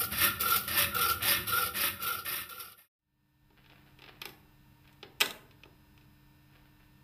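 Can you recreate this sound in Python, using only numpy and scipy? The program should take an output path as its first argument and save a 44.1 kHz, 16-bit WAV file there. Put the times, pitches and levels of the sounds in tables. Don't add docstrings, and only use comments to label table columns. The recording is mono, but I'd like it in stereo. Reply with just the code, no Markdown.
import sys
import numpy as np
from scipy import signal
from scipy.fft import rfft, irfft, next_fast_len
from scipy.io import wavfile
from scipy.ndimage import uniform_filter1d, map_coordinates

SR = 44100
rng = np.random.default_rng(int(sys.argv[2]) if len(sys.argv) > 2 else 0)


def master_out(mix):
    frames = np.transpose(np.atleast_2d(mix))
    ceiling = np.clip(frames, -1, 1)
    pcm = np.round(ceiling * 32767).astype(np.int16)
    wavfile.write(sys.argv[1], SR, pcm)


N = 310023
TIME_S = np.arange(N) / SR
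USUAL_BITE_DB, DAMPING_POWER = -36.5, 0.1

# freq_hz, gain_db
VENT_SPECTRUM = [(12, -28), (25, -3), (100, -6), (135, -7.5), (160, -12), (205, -7), (240, -19),
                 (500, -23.5), (850, -24.5), (930, -14.5), (1020, -25), (1600, -23.5), (1850, -31),
                 (2500, -26), (4500, -34), (6000, -36.5), (9500, -38), (14000, -28)]
# pitch_hz, relative_db
HUM_TONES = [(136, -69.5), (199.5, -79.5), (300.5, -73.5), (931, -86), (1502, -89.5), (1798, -82.5),
             (2401, -92), (2702, -87), (3601, -95.5), (3898, -89), (4199, -93.5), (4802, -94), (5098, -89)]
# freq_hz, t60_s
ROOM_DECAY = [(150, 1), (800, 0.71), (2700, 0.39), (5500, 0.32), (12000, 0.41)]
# freq_hz, correlation
ROOM_LIKENESS = [(60, 1), (180, 0.88), (550, 0.27), (1650, 0.82), (3800, 1), (5500, 0.026), (15000, 0.14)]
# freq_hz, gain_db
BENCH_SPECTRUM = [(15, -61.5), (25, -27), (58, -10), (75, 3), (118, 1), (150, -8.5), (201, 1), (226, -8),
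                  (263, -19), (330, -8), (430, -28.5), (730, -120)]

# start_s, hold_s, relative_db
SLIDES = [(3.58, 0.023, -54.5), (3.645, 0.13, -56), (3.84, 0.033, -58), (4.015, 0.084, -52),
          (4.15, 0.017, -52.5), (4.858, 0.029, -60.5), (6.53, 0.025, -55.5), (6.655, 0.02, -64.5),
          (6.808, 0.011, -59.5)]
# freq_hz, gain_db
RUB_SPECTRUM = [(180, -32.5), (300, -3.5), (507, -6), (2200, -7.5), (2490, -5.5), (5060, -21), (6570, -47),
                (12000, -30), (15600, -52), (22000, -120)]
# start_s, strength_db, then offsets crack_db, knock_db, ping_db, ring_db
CONTACTS = [(3.504, -61, -22, 11.5, -25, -9), (3.642, -56.5, -20, -4, -25, -4),
            (3.661, -51, -25, -12, -25, -6), (3.699, -48.5, -27, -4, -28, -14), (3.989, -50, -8, 2, -14, 3),
            (4.02, -43, -12, -1, -17, -6), (4.04, -41.5, -26, -7, -25, -11),
            (4.061, -46, -24, -6, -20, -12), (4.087, -43.5, -23, -2, -25, -5),
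            (4.217, -29.5, -31, -4.5, -3.5, 2), (4.255, -31.5, -5.5, -0.5, 0.5, -14),
            (4.292, -45, -9, -3.5, 2, -2), (4.876, -52, -10.5, -8, -9, -3),
            (4.928, -58.5, 5.5, -18, -4.5, -7), (5.029, -34.5, -33.5, 3, -30, -3),
            (5.2045, -25, 6.5, -15.5, -21, -2.5), (5.21, -15, 1.5, -13.5, -18, 0),
            (5.2144, -14, -1.5, -13, -11.5, 4), (5.219, -27.5, -13.5, 6, -14, 2),
            (5.51, -51.5, -12, -5, -30, 1), (5.635, -48, -22, 6, -16, 10.5),
            (5.655, -59, -17.5, 18, -31.5, 2.5), (5.977, -53, -5, -6.5, -33, 1.5),
            (6.011, -56.5, -14.5, 0, -25, -2.5)]
# freq_hz, gain_db
CLACK_SPECTRUM = [(300, -25.5), (900, -6.5), (1600, -6), (1950, -3.5), (2600, 0.5), (3300, -1),
                  (4250, -2.5), (4620, -13.5), (5050, -3), (6000, -23), (9000, -57)]
# freq_hz, gain_db
CRACK_SPECTRUM = [(4000, -26), (5800, -0.5), (6800, -5), (7500, -1.5), (8900, 0.5), (9700, -13),
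                  (11000, -9), (12500, -3), (14300, -2), (15000, -5.5)]
# pitch_hz, width_hz, gain_db
LOOSE_RAIL_MODES = [(2530, 85, 11.5), (3190, 170, 6), (3560, 48, 1), (4200, 170, -9), (5060, 100, -5),
                    (5900, 120, -9.5), (6270, 36, -14.5)]
# pitch_hz, width_hz, gain_db
SASH_MODES = [(130, 48.8, -0.5), (245, 160, 1), (430, 137, 4), (786, 190, 0.5), (1117, 500, -5)]
# pitch_hz, width_hz, gain_db
CATCH_MODES = [(2380, 130, -1), (2660, 170, -3), (5200, 260, -3), (11560, 540, -5.5), (12800, 100, -9),
               (13180, 580, -1), (14200, 280, -13.5)]
# pitch_hz, width_hz, gain_db
LATCH_MODES = [(1200, 900, -11.5), (2560, 200, -2), (3550, 260, 1), (4100, 260, 0), (5600, 300, -8.5),
               (7400, 500, -10.5), (8850, 400, -9), (13000, 2000, -18.5)]
# start_s, strength_db
REBOUNDS = [(5.2589, -13), (5.3073, -17.5)]

# pitch_hz, width_hz, gain_db
FREE_END_MODES = [(1295, 22, -1), (1374.5, 22, 5.5), (1451, 29, -3)]
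# start_s, hold_s, relative_db
DRAGS = [(.005, 0.016, -37.5), (.26, 0.04, -38.5), (.34, .03, -45.5), (.435, 0.11, -35),
         (.965, 0.14, -34.5), (1.53, 0.094, -31), (2.04, 0.1, -32), (2.17, 0.012, -37.5),
         (2.52, 0.17, -35.5)]
# start_s, relative_db
PLUCKS = [(0.274, -27.5), (0.433, -27.5), (0.455, -33.5), (0.504, -30.5), (0.52, -25), (0.542, -29.5),
          (0.962, -28.5), (1.001, -27.5), (1.024, -27.5), (1.049, -27), (1.069, -32), (1.087, -32.5),
          (1.109, -25.5), (1.526, -27), (1.563, -25), (1.625, -25.5), (1.686, -36), (1.999, -34),
          (2.062, -26), (2.104, -21.5), (2.122, -27), (2.185, -28.5), (2.58, -25)]
# far_end_hz, near_end_hz, gain_db
BLADE_MODES = [(582, 1800, -19), (1446, 2300, -23), (2270, 2850, -18)]
# start_s, bite_db, catch_s, lean_fraction, lean_db, ease_fraction, sizzle_db
STROKES = [(-.15, -32.5, 0.018, 0.63, 3, 0.64, 3), (.1, -35, 0.027, .52, 12.5, 0.36, -0.5),
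           (.39, -32, 0.012, 0.39, 2, 0.61, -0.5), (.668, -35, 0.0092, 0.49, 9, 0.63, -1.5),
           (.938, -33, 0.0088, 0.43, 3, 0.7, -2), (1.197, -33.5, 0.028, 0.39, 7, 0.68, -2.5),
           (1.455, -32.5, 0.026, 0.52, 1.5, 0.79, -0.5), (1.73, -33, 0.021, 0.45, 6, 0.54, -0.5),
           (1.985, -33.5, 0.032, 0.4, 4, 0.81, -2), (2.242, -32, 0.009, 0.38, 4, 0.72, 1),
           (2.486, -34, 0.0059, 0.51, 4.5, 0.87, -1), (2.759, -39.5, 0.031, 0.18, 4.5, 0.48, 5.5)]
# start_s, strength_db
SNAGS = [(0.0372, -19), (0.2114, -19.5), (0.4075, -15), (0.4823, -19), (0.5033, -17), (0.5611, -11.5),
         (0.6769, -26), (0.7861, -17.5), (0.9457, -20.5), (1.0984, -21.5), (1.1115, -19), (1.2286, -23),
         (1.269, -20), (1.7684, -19.5), (2.025, -18.5), (2.2533, -26), (2.491, -22.5)]
# freq_hz, gain_db
SNAG_SPECTRUM = [(1000, -20.5), (4000, -8.5), (6000, -8.5), (7300, -6.5), (9500, -8.5), (15000, 4)]
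# freq_hz, gain_db
RASP_SPECTRUM = [(150, -29.5), (300, -19), (900, -13.5), (1200, -5), (1640, -10), (2000, -6.5), (2500, 0),
                 (3150, -0.5), (3600, -0.5), (4400, -3), (5600, 2), (6500, -15.5), (7300, -12), (9200, 2),
                 (13000, 7), (15000, 1)]
# pitch_hz, width_hz, gain_db
PUSH_MODES = [(214, 45, -3), (355, 19, 4.5), (569, 16, 8), (927, 72, -3), (1190, 55, 4), (1288, 54, 9),
              (1386, 90, 7), (1570, 47, 3.5), (1807, 48, 12.5), (2140, 94, 1.5), (2443, 60, 6.5),
              (2610, 41, 6), (2720, 44, 5.5), (2918, 70, 4), (3408, 72, 3.5), (3730, 98, 3),
              (3980, 130, -2)]
# pitch_hz, width_hz, gain_db
PULL_MODES = [(359, 18, 10), (487.2, 16, 18.8), (779, 18, 11.2), (1176, 44, 14), (1260, 60, 11),
              (1816, 16, 13), (2460, 56, 7), (2640, 36, 5), (2890, 70, 7), (3738, 40, 3.7), (4550, 60, 2.8),
              (12600, 160, 7.4)]
# freq_hz, t60_s
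FRAME_DECAY = [(400, 0.031), (3000, 0.068), (12000, 0.012)]
# freq_hz, correlation
SAW_LIKENESS = [(300, 0.8), (500, 0.23), (1300, 0.25), (2300, 1), (3600, 1), (4800, 0.15), (5700, -0.24),
                (7000, -0.74), (9000, -0.34), (15000, 0.99)]
# freq_hz, left_minus_right_db
SAW_BALANCE = [(400, 2), (700, -1.5), (1000, -5), (1620, -3.5), (1850, -6.5), (2300, 0), (9000, 0),
               (12500, -3), (15000, -6.5)]


def amp(db):
    return 10 ** (np.asarray(db) / 20)


def unit(x):
    return x / np.sqrt(np.mean(x ** 2) + 1e-20)


def along(points, hz):
    knots_hz, values = np.transpose(points)
    return np.interp(np.log(hz + 1), np.log(knots_hz + 1), values)


def wobble(rate_hz):
    return map_coordinates(rng.standard_normal(int(N * rate_hz / SR) + 4), [TIME_S * rate_hz])


def filtered(x, response):
    n = x.shape[-1]
    padded = next_fast_len(n + SR // 4)
    return irfft(rfft(x, padded) * response(np.fft.rfftfreq(padded, 1 / SR)), padded)[..., :n]


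def coloured(x, spectrum):
    return filtered(x, lambda f: amp(along(spectrum, f)))


def ringing(x, modes):
    return filtered(x, lambda f: sum(
        (-1) ** k * amp(db) * 1j * f * width_hz / (hz * hz - f * f + 1j * f * width_hz)
        for k, (hz, width_hz, db) in enumerate(modes)))


def spread(pair, likeness):
    def weights(hz):
        angle = np.arccos(np.clip(along(likeness, hz), -1, 1)) / 2
        return np.array([np.cos(angle), np.sin(angle)])
    mid, side = filtered(pair, weights)
    return np.array([mid + side, mid - side])


def diffuse(x, decay, likeness):
    hz, t, noise = signal.stft(rng.standard_normal((2, SR)), SR, nperseg=256)
    dying = noise * amp(-60 * t / along(decay, hz)[:, None])
    tail = spread(signal.istft(dying, SR, nperseg=256)[1], likeness)
    return signal.fftconvolve(x[None], unit(tail) / np.sqrt(tail.shape[1]), axes=1)[:, :N]


def impacts(rate_hz, scatter, size_db):
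    count = np.cumsum(rate_hz * np.ones(N)) / SR
    k = np.arange(int(count[-1]))
    jitter, size = rng.standard_normal((len(k), 2)).T
    at = np.interp(k + scatter * jitter, count, np.arange(N)).astype(int)
    pulses = np.bincount(at, amp(size_db * np.clip(size, -2, 2)), N) / np.sqrt(rate_hz)
    return unit(filtered(pulses, lambda f: f / (f + 100)))


def bursts(starts_s, strengths_db, t60_s):
    lead_samples = 300
    out, t = np.zeros(N + SR), np.arange(-lead_samples, SR // 10) / SR
    for start_s, db in zip(starts_s, strengths_db):
        spectrum = rfft((t >= 0) * amp(-60 * np.abs(t) / t60_s) * rng.choice([-1, 1], len(t)))
        power = np.abs(spectrum) ** 2
        flat = irfft(spectrum * np.sqrt(power.mean() / uniform_filter1d(power, size=40)), len(t))
        out[max(round(start_s * SR) - lead_samples, 0):][:len(t)] += amp(db) * flat
    return out[:N]


def swells(rows, rise_db_per_s, fall_db_per_s):
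    return np.max([amp(db - rise_db_per_s * np.maximum(start_s - TIME_S, 0)
                       - fall_db_per_s * np.maximum(TIME_S - start_s - hold_s, 0))
                   for start_s, hold_s, db in rows], axis=0)


def turns_s():
    return np.array([row[0] for row in STROKES] + [3.0])


def stroke_count():
    return np.interp(TIME_S, turns_s(), np.arange(len(STROKES) + 1))


def per_stroke(values):
    index = np.minimum(stroke_count().astype(int), len(STROKES) - 1)
    return uniform_filter1d(np.asarray(values, float)[index], size=800)


def pushing():
    return per_stroke(np.arange(len(STROKES)) % 2)


def reach(lead_strokes=0):
    return .5 + .5 * np.cos(np.pi * (stroke_count() + lead_strokes))


def bite(rest_db=-51.5, lean_half_s=0.049):
    db = np.full(N, rest_db)
    for (start_s, bite_db, catch_s, lean_at, lean_db, ease_at, _), end_s in zip(STROKES, turns_s()[1:]):
        inside = (TIME_S >= start_s) & (TIME_S < end_s)
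        t, length_s = TIME_S[inside] - start_s, end_s - start_s
        knots_s = [0, catch_s, ease_at * length_s, length_s]
        grip_db = np.interp(t, knots_s, [rest_db, bite_db, bite_db, rest_db])
        lean = np.exp(-np.abs((t - lean_at * length_s) / lean_half_s) ** 2.4)
        db[inside] = grip_db + lean_db * lean
    return amp(db)


def damping():
    return (amp(USUAL_BITE_DB) / bite()) ** DAMPING_POWER


def room_tone():
    air = unit(coloured(spread(rng.standard_normal((2, N)), ROOM_LIKENESS), VENT_SPECTRUM))
    hum = sum(amp(db + 1.1 * wobble(1.9)) * np.sin(2 * np.pi * hz * TIME_S + 1.6 * wobble(3.5))
              for hz, db in HUM_TONES)
    return amp(-61.8) * air + amp(3) * np.sqrt(2) * hum


def bench(start_db=-48.5, drift_db_per_s=-1.5, jolt_db=3.5, push_db=1):
    jolt = np.abs(np.sin(2 * np.pi * stroke_count()))
    level_db = start_db + drift_db_per_s * TIME_S + jolt_db * jolt + push_db * pushing()
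    return unit(coloured(rng.standard_normal(N), BENCH_SPECTRUM)) * amp(level_db)


def sliding(judder_db=7.5):
    catches = impacts(rate_hz=450, scatter=.8, size_db=5)
    pressure = swells(SLIDES, rise_db_per_s=498, fall_db_per_s=259.5)
    grit = unit(coloured(catches, RUB_SPECTRUM)) * pressure * amp(judder_db * np.tanh(wobble(70)))
    return amp(-11) * grit + amp(-14.5) * diffuse(grit, ROOM_DECAY, ROOM_LIKENESS)


def sash_contacts():
    starts_s, db, crack_db, knock_db, ping_db, ring_db = np.transpose(CONTACTS)
    clack = coloured(bursts(starts_s, db, t60_s=0.022), CLACK_SPECTRUM) * amp(5.5)
    ring = ringing(bursts(starts_s, db + ring_db, t60_s=0.01), LOOSE_RAIL_MODES) * amp(8)
    crack = coloured(bursts(starts_s, db + crack_db, t60_s=0.023), CRACK_SPECTRUM) * amp(-4)
    knock = ringing(bursts(starts_s, db + knock_db, t60_s=0.02), SASH_MODES) * amp(4)
    ping = ringing(bursts(starts_s, db + ping_db, t60_s=0.0076), CATCH_MODES) * amp(10)
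    latch = ringing(bursts(*np.transpose(REBOUNDS), t60_s=0.008), LATCH_MODES)
    hits = clack + crack + knock + ping + latch
    tabletop = diffuse(hits, [(500, 0.45), (3000, 0.08), (12000, 0.017)], ROOM_LIKENESS)
    to_walls = amp(-5.5) * clack + amp(-2) * (crack + ping) + amp(-3.5) * knock
    return hits + ring + amp(-5) * tabletop + diffuse(to_walls, ROOM_DECAY, ROOM_LIKENESS)


def plucks(pitch_hz=1366.6, rise_s=0.0055):
    out, t = np.zeros(N + SR), np.arange(SR // 10) / SR
    flare = t / rise_s * np.exp(1 - t / rise_s)
    for start_s, db in PLUCKS:
        hz = pitch_hz + 8 * rng.standard_normal()
        out[round(start_s * SR):][:len(t)] += amp(db) * flare * np.sin(2 * np.pi * hz * t)
    return out[:N]


def singing_rail(steadiness=0.24):
    drag = np.array([impacts(rate_hz=900, scatter=.4, size_db=10.5) for _ in range(2)])
    ring = unit(ringing(spread(drag, likeness=[(1, 0.35)]), FREE_END_MODES))
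    swing = np.sqrt(np.abs(uniform_filter1d(ring[1] ** 2, size=1500)))
    ring = unit(ring / (swing + .05) ** steadiness)
    ring = ring * swells(DRAGS, rise_db_per_s=303.5, fall_db_per_s=188.5) + plucks()
    return ring * amp([[-3], [3.5]]) + amp(-13) * diffuse(ring[1], ROOM_DECAY, SAW_LIKENESS)


def blade(width_hz=85, fade_db_per_stroke=6, waver_db=3):
    place = reach(lead_strokes=0.09) + 0.05 * wobble(12)
    fade_db = fade_db_per_stroke * (stroke_count() % 1)
    tones = np.zeros(N)
    for far_hz, near_hz, db in BLADE_MODES:
        phase = 2 * np.pi * np.cumsum(far_hz * (near_hz / far_hz) ** place) / SR
        tone = unit(wobble(2 * width_hz) * np.cos(phase) + wobble(2 * width_hz) * np.sin(phase))
        tones += tone * amp(db - fade_db + waver_db * np.tanh(wobble(14)))
    return tones * bite() * damping() * amp([[-1.5], [1]])


def snags():
    ticks = np.array([bursts(*np.transpose(SNAGS), t60_s=0.078) for _ in range(2)])
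    return coloured(spread(ticks, SAW_LIKENESS), SNAG_SPECTRUM)


def frame_ring(x, zones=6):
    place = np.clip(reach() + 0.11 * wobble(4), 0, 1) * (zones - 1)
    return sum(diffuse(x * np.sqrt(np.maximum(1 - np.abs(place - k), 0)), FRAME_DECAY, SAW_LIKENESS)
               for k in range(zones))


def cutting_force(rub_gain=0.44):
    velocity = np.sin(np.pi * stroke_count())
    chatter_db = 1.5 * np.tanh(wobble(170))
    skip_db = 2.5 * np.maximum(velocity, 0) * np.tanh(wobble(140))
    flutter_db = 2.17 * np.tanh(wobble(85))
    strikes = impacts(rate_hz=950 * (.3 + np.abs(velocity)), scatter=.2, size_db=3)
    tearing = rng.choice([-1, 1], (2, N)) * np.sqrt(np.abs(uniform_filter1d(strikes ** 2, size=14)))
    rubbing = rub_gain * rng.standard_normal((2, N))
    return unit(amp(chatter_db + skip_db + flutter_db) * (tearing + rubbing)) * bite()


def rasping(sizzle_hz=7500, waver_db=1.08):
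    rasp = coloured(spread(cutting_force(), SAW_LIKENESS), RASP_SPECTRUM) * amp(2)
    sizzle = filtered(rasp, lambda f: f ** 8 / (f ** 8 + sizzle_hz ** 8))
    sizzle_db = per_stroke([row[-1] for row in STROKES]) + waver_db * wobble(110) - 1.27
    sizzle_gain = amp(sizzle_db) * (bite() / amp(USUAL_BITE_DB)) ** 0.13
    return rasp + sizzle * (sizzle_gain - 1)


def hacksaw():
    rasp, push = rasping(), pushing()
    shake = spread(cutting_force(), SAW_LIKENESS) * damping()
    body = amp(6) * ringing(shake * push, PUSH_MODES) + amp(-3) * ringing(shake * (1 - push), PULL_MODES)
    scrape = rasp + amp(-3) * snags()
    steel = amp(-3.5) * (scrape + frame_ring(scrape[0])) + amp(-1.6) * body
    room = amp(-9.5) * diffuse((scrape + body)[1], ROOM_DECAY, SAW_LIKENESS)
    return filtered(steel + room, lambda f: amp(np.outer([.5, -.5], along(SAW_BALANCE, f))))


def scene():
    fade_out = np.interp(TIME_S, [1.437, 2.886], [1, 0]) ** 1.045
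    fade_in = np.interp(TIME_S, [2.98, 3.4, 3.8], [0, .38, 1])
    sawing = hacksaw() + blade() + singing_rail() + bench()
    return sawing * fade_out + sash_contacts() + sliding() + room_tone() * fade_in


def record(dry):
    top_hz = 14950
    return filtered(dry, lambda f: amp(-60 * np.clip((f - top_hz) / 600, 0, 2) ** 2))


dry = scene()
out = record(dry)
master_out(out)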